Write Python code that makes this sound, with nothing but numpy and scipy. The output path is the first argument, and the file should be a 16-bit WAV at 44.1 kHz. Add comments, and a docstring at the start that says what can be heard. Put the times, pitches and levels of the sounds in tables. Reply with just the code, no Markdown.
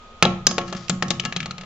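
"""An empty plastic bottle falls on a hard floor, bounces end over end and rattles on its side.
Each knock is a crack of the thin wall with a brief ring at the struck spot; the air inside answers
with a hollow note and the floor booms. Between bounces the bottle skids. The small, quiet room
echoes, a faint steady whine lies behind it all, and the two hardest knocks overload the microphone."""
import sys
import numpy as np
from scipy import signal
from scipy.fft import rfft, irfft
from scipy.io import wavfile
from scipy.ndimage import uniform_filter1d

SR = 44100
rng = np.random.default_rng(int(sys.argv[2]) if len(sys.argv) > 2 else 0)


def file_out(sig):
    """Save sig as 16-bit WAV at sys.argv[1]."""
    # one column per channel
    cols = np.atleast_2d(sig).T
    # limit, then scale
    lim = np.clip(cols, -1, 1)
    pcm = np.round(lim * 32767).astype(np.int16)
    wavfile.write(sys.argv[1], SR, pcm)


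N = 72765
SIDES = np.array([[1], [-1]])  # left, right; a positive pan is louder on the left


def amp(db):
    """Turns decibels into a gain."""
    return 10 ** (np.asarray(db) / 20)


def read(points, hz):
    """Reads between a table's rows on a log-frequency axis."""
    f, value = np.transpose(points)
    return np.interp(np.log(hz + 1), np.log(f + 1), value)


def add(mix, start_s, sound):
    """Mixes a stereo sound in at a given time."""
    part = mix[:, round(start_s * SR):][:, :sound.shape[1]]
    part += sound[:, :part.shape[1]]


def causal(gain):
    """A filter with these gains that never sounds before the hit (minimum phase)."""
    log_gain = np.log(np.maximum(np.r_[gain, gain[-2:0:-1]], 1e-5))
    return np.exp(np.conj(signal.hilbert(log_gain)))[:len(gain)]


def rise(t, rise_s):
    """Swells from silence to full level."""
    return 1 - np.exp(-t / rise_s)


def fade(t, fade_s):
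    """Dies away, losing 60 dB in each fade time."""
    return np.exp(-np.log(1000) * t / fade_s)


def ring(tones, t):
    """A sum of dying pure tones."""
    return sum(amp(db) * fade(t, fade_s) * np.sin(2 * np.pi * hz * t) for hz, db, fade_s in tones)


def low_pass(x, hz):
    """Cuts away the treble above a frequency."""
    return signal.oaconvolve(x, signal.firwin(121, hz, window=("kaiser", 8), fs=SR)[None], "same")


# how alike the room sounds on the left and right (frequency [Hz], likeness [0 to 1])
LIKENESS = [(100, 0.99), (500, 0.92), (1200, 0.29), (2500, 0), (7000, 0.091)]
def surround(a, b, hz):
    """Blends two unrelated noise spectra into sound that comes from all around."""
    same = np.clip(read(LIKENESS, hz), -1, 1)
    return np.array([a, same * a + np.sqrt(1 - same ** 2) * b])


# tone colour of the room's hush (frequency [Hz], relative level [dB])
HUSH_COLOUR = [(10, -19), (22, 1), (40, -14), (70, -13.5), (150, -23.5), (230, -13), (295, -29), (400, -19),
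               (530, -18.5), (950, -23), (1300, -20.5), (1700, -29), (3300, -26.5), (5000, -35.5),
               (7200, -38), (8300, -58)]
def background(hush_db=-46.5, whine_hz=1249.5, whine_db=-50):
    """The room's soft hush and a thin steady whine."""
    hz = np.fft.rfftfreq(N, 1 / SR)
    noise = surround(*rfft(rng.standard_normal((2, N))), hz)
    hush = irfft(noise * amp(read(HUSH_COLOUR, hz)), N)
    whine = np.sqrt(2) * np.sin(2 * np.pi * whine_hz * np.arange(N) / SR)
    return amp(hush_db) * hush / hush.std() + amp(whine_db) * whine


# how long the room rings (frequency [Hz], fade time [s])
ROOM_FADE = [(100, 1), (260, 0.29), (700, 0.52), (2000, 0.42), (4500, 0.36), (7500, 0.37)]
# tone colour of that ringing (frequency [Hz], level [dB])
ROOM_COLOUR = [(100, 0), (170, 0), (290, -2.5), (370, -5), (600, -11.5), (1000, -8.5), (2000, -9),
               (4500, -13), (6500, -9.5), (8200, -17)]
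def room(sound, onset_s=0.0095, pan_db=1):
    """Many echoes blur into a tail, each frequency dying at its own speed."""
    hz, t, noise = signal.stft(rng.standard_normal((2, SR)), SR, nperseg=512)
    hz = hz[:, None]
    fade_s = read(ROOM_FADE, hz)
    gain = amp(read(ROOM_COLOUR, hz)) * np.sqrt(2 * np.log(1000) / (fade_s * SR))
    tail = signal.istft(surround(*noise, hz) * fade(t, fade_s) * gain, SR, nperseg=512)[1]
    tail *= np.clip(np.arange(tail.shape[1]) / (onset_s * SR) - .5, 0, 1)
    return signal.fftconvolve(sound.mean(0)[None], tail, axes=1)[:, :N] * amp(SIDES * pan_db / 2)


# loudness of the skid (time [s], level [dB])
SKID_LEVEL = [(0.658, -54.5), (.70, -47), (0.719, -58), (.755, -76), (0.766, -38), (0.792, -48.5),
              (.83, -49.5), (0.882, -56), (0.899, -65)]
# its tone colour (frequency [Hz], relative level [dB])
SLIP_COLOUR = [(300, -28), (1500, 6.5), (3000, 3.5), (5200, 6.5), (7200, -1), (8300, -24)]
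def skid(slips_per_s=2200, spread_db=4, pan_db=10):
    """Between bounces the plastic slides over the floor in many tiny slips."""
    slips = (rng.random(N) < slips_per_s / SR) * rng.choice([-1, 1], N)
    strength = amp(spread_db * np.minimum(rng.exponential(1, N), 3))
    colour = amp(read(SLIP_COLOUR, np.fft.rfftfreq(N, 1 / SR)))
    grit = irfft(rfft(slips * strength) * colour, N)
    level = amp(np.interp(np.arange(N) / SR, *np.transpose(SKID_LEVEL), left=-120, right=-120))
    return grit / grit.std() * level * amp(SIDES * pan_db / 2)


# the floor's tones (pitch [Hz], level relative to the thud [dB], fade time [s])
FLOOR_TONES = [(98.4, -65.5, 0.59), (123.5, -58.5, 0.13), (144.3, -63, 0.18)]
def floor_boom(t, thud_db):
    """The struck floor booms under the thud."""
    return amp(thud_db) * ring(FLOOR_TONES, t)


# the hollow bottle's higher tones, one list per column
# (pitch [Hz], level relative to the blow's body band [dB], fade time [s])
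BODY_HZ = [347, 553, 712, 878, 1097, 1339]
BODY_DB = [-53, -58.5, -55, -60, -56, -62]
BODY_FADE_S = [0.34, 0.19, 0.24, 0.16, 0.33, .3]
def hollow_body(t, body_db):
    """The hollow bottle rings on softly after a blow."""
    return amp(body_db) * ring(zip(BODY_HZ, BODY_DB, BODY_FADE_S), t)


# tones of the air in the neck (pitch [Hz], relative level [dB], fade time [s])
AIR_TONES = [(185.53, 1.5, 0.47), (211.8, -8, 0.27), (141.7, -11.5, 0.36)]
def air_note(t, swell, apart_rad=0.083):
    """Spectrum of the air swinging in the neck, left and right slightly out of step."""
    return rfft(ring(AIR_TONES, t) * swell) * np.exp(.5j * SIDES * apart_rad)


# tones of the thin wall (pitch [Hz], relative level [dB], fade time [s])
WALL_TONES = [(1313, 11.5, 0.13), (1701.4, 10, 0.12), (2120, 0, .12), (2290, -4.5, .12), (2796, 6, 0.13),
              (2970, -1, .14), (3240, -0.5, 0.19), (4260, -5.5, .08), (3980, -10, 0.067)]
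def wall_ring(t, wall_db, spot_tones, softness, base_rise_s=0.00078):
    """Spectrum of the ringing wall and the much shorter ring of the struck spot."""
    spot = [(hz, db, 0.012 * (2300 / hz) ** 0.54) for hz, db in spot_tones]  # high tones die sooner
    ringing = ring(spot, t) + amp(wall_db) * ring(WALL_TONES, t)
    return rfft(ringing * rise(t, base_rise_s * softness))


# centres of a blow's thud, body, clack and crack bands (frequency [Hz])
BLOW_BANDS = [150, 650, 2300, 5500]
# tone colour that all blows share (frequency [Hz], level [dB])
BLOW_COLOUR = [(30, -42.5), (70, -12.5), (130, 5.5), (225, 8), (295, -9.5), (370, -0.5), (700, -4),
               (880, -2), (970, -14), (1180, -2), (1500, -10), (2300, -4.5), (4500, -5), (7000, -8),
               (7900, -23), (9000, -36)]
def crack(t, hz, bands_db, softness, base_rise_s=0.00032, fade_s=0.033, push_hz=212):
    """Spectrum of the wall hitting the floor: a clean push in the bass, a burst of noise above."""
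    shape = rise(t, base_rise_s * softness) * fade(t, fade_s)
    shared, apart = rfft(rng.standard_normal((2, len(t))) * shape / np.linalg.norm(shape))
    shared *= causal(uniform_filter1d(abs(shared) ** 2, size=201) ** -.5)  # evens out chance peaks
    push = np.exp(-(hz / push_hz) ** 2 / 2)
    width = 0.29 * np.minimum(hz / 2220, 1)  # left and right differ most in the treble
    burst = push + (1 - push) * shared + SIDES * width * apart
    force_db = read(list(zip(BLOW_BANDS, bands_db)), hz)
    return burst * causal(amp(force_db + read(BLOW_COLOUR, hz)))


def knock(air_db, thud_db, body_db, clack_db, crack_db, wall_db, hz1, db1, hz2, db2, pan_db):
    """One hit on the floor; gives the impact and the air's hollow note separately."""
    size, hard_db = 32768, 20.5
    t, hz = np.arange(size) / SR, np.fft.rfftfreq(size, 1 / SR)
    softness = amp(0.41 * (hard_db - max(clack_db, crack_db)))  # weaker blows set in more slowly
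    swell = rise(t, rise_s=0.0063)
    impact = crack(t, hz, [thud_db, body_db, clack_db, crack_db], softness)
    impact += wall_ring(t, wall_db, [(hz1, db1), (hz2, db2)], softness)
    impact += rfft((hollow_body(t, body_db) + floor_boom(t, thud_db)) * swell)
    note = amp(air_db) * air_note(t, swell)
    pan = amp(SIDES * np.interp(hz, [1100, 2220], [-0.6, pan_db]) / 2)  # bass stays near the middle
    delay_s = np.array([[.00004], [0]])  # the left side hears it a little later
    delay = np.exp(-2j * np.pi * hz * delay_s)
    fade_out = np.minimum((t[-1] - t) / .1, 1)
    return irfft(np.array([impact, note]) * pan * delay) * fade_out


# each hit on the floor, with relative levels (time [s], air note [dB], thud [dB], body [dB],
# clack [dB], crack [dB], wall ring [dB], struck spot's pitch 1 [Hz], level 1 [dB],
# pitch 2 [Hz], level 2 [dB], treble pan [dB])
BOUNCES = [ (0.2252, -14.5, 27.5, 30, 29, 24, -28, 2480, 3, 1267, -12, 2),
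           (.2520, -43, 21.5, 31, 14.5, 9, -46, 3870, 2.5, 3300, 1, 4),
           (0.468, -25.5, 21, 20, 18, 27, -51.5, 5083, 8, 1626, -5.5, 3),
           (0.4706, -53, 17, 3, -4, 11, -60, 6080, -4, 6280, 9.5, -2),
           (0.511, -41.5, 12.5, 17, 5, 12.5, -47, 1400, -19.5, 3260, -23.5, -3),
           (0.5812, -32, 11, 27, 19, 11, -42, 681, -9, 539, -8.5, 8),
           (0.6118, -34.5, 9.5, -3, 3, -12, -56.5, 1150, -44, 580, -41, 14.5),
           (0.678, -34, 0, -10.5, -7, -4, -48.5, 5750, -37, 4130, -36, 6.5),
           (0.7255, -36, 8, 16, 5, 3.5, -45.5, 1174, -12.5, 542, -19.5, 9),
           (0.7489, -53, 15, 1, 0.5, -4.5, -48, 1190, -24, 5800, -29, 6),
           (0.882, -60, -9, -14, 1.5, -3, -70, 2650, -24, 5150, -19, -11),
           (.8960, -19, 22.5, 17, 14.5, 15.5, -45.5, 1395, -9.5, 7150, -1.5, 10.5),
           (1.0239, -23.5, 20, 19.5, 16, 11.5, -47, 1820, -8, 1250, -10, 8.5),
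           (1.0822, -41.5, 14, -11, -7, 3.5, -59, 3720, -21, 5800, -20, -3),
           (1.105, -35, 21, 17.5, 15, 16.5, -44.5, 3660, -6, 7110, -5.5, 11.5),
           (1.1971, -42.5, 15, 1, 12, 11, -48, 3040, -4.5, 2530, -13, 8),
           (1.2370, -27, 5, 2, -3, -11, -49.5, 2350, -20, 1770, -41, 10),
           (1.251, -38, 15.5, 6.5, 12.5, 8.5, -39.5, 1265, -23.5, 7100, -11, 10.5),
           (1.2564, -39, 9.5, 9, 4.5, 5, -48, 1410, -21.5, 4120, -16, -3),
           (1.3240, -38.5, 8, 7, 12.5, 2.5, -60.5, 1720, -16, 2345, -12.5, 5),
           (1.3628, -27.5, 17.5, 8.5, 14.5, 10.5, -47, 3225, -9.5, 4020, -9.5, 5.5),
           (1.4030, -30.5, 16.5, -6.5, 14, 3.5, -49.5, 1670, -21.5, 2340, -19, 6),
           (1.4280, -33.5, 11.5, -14, 8, -5, -49.5, 1770, -26, 3780, -19, 6.5),
           (1.4580, -29.5, -20, 10, 8, 3.5, -61, 2400, -35, 4250, -14.5, 4),
           (1.5087, -42.5, 16, -5, 5, 2, -55, 1320, -16.5, 4120, -13.5, 7.5),
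           (1.5810, -36, -14, -2, 4.5, -2.5, -61, 2430, -44, 4220, -21.5, 4.5),
           (1.6100, -50, -11, -4.5, 2, -4.5, -56.5, 2436, -38, 3240, -25, 4.5),
           (1.634, -41, -13, 1.5, -2.5, -14, -61, 2334, -35, 3240, -41, 8)]
def bouncing_bottle():
    """The bottle lands again and again; gives the impacts and the hollow notes separately."""
    impacts, notes = np.zeros((2, 2, N))
    for start_s, *blow in BOUNCES:
        impact, note = knock(*blow)
        add(impacts, start_s, impact)
        add(notes, start_s, note)
    return impacts, notes


def scene():
    """The bottle bounces and skids in the quiet room."""
    impacts, notes = bouncing_bottle()
    clatter = impacts + skid()
    echo = np.zeros((2, N))  # off the floor, left and right swapped
    add(echo, start_s=.0066, sound=amp(-26) * clatter[::-1])
    return clatter + notes + echo + room(clatter) + background()


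def record(dry, treble_edge_hz=8600, overload=1.0, top_hz=16000):
    """The highest treble is cut away and the hardest knocks clip."""
    clipped = np.clip(low_pass(dry, treble_edge_hz), -overload, overload)
    return low_pass(clipped, top_hz)


dry = scene()
out = record(dry)
file_out(out)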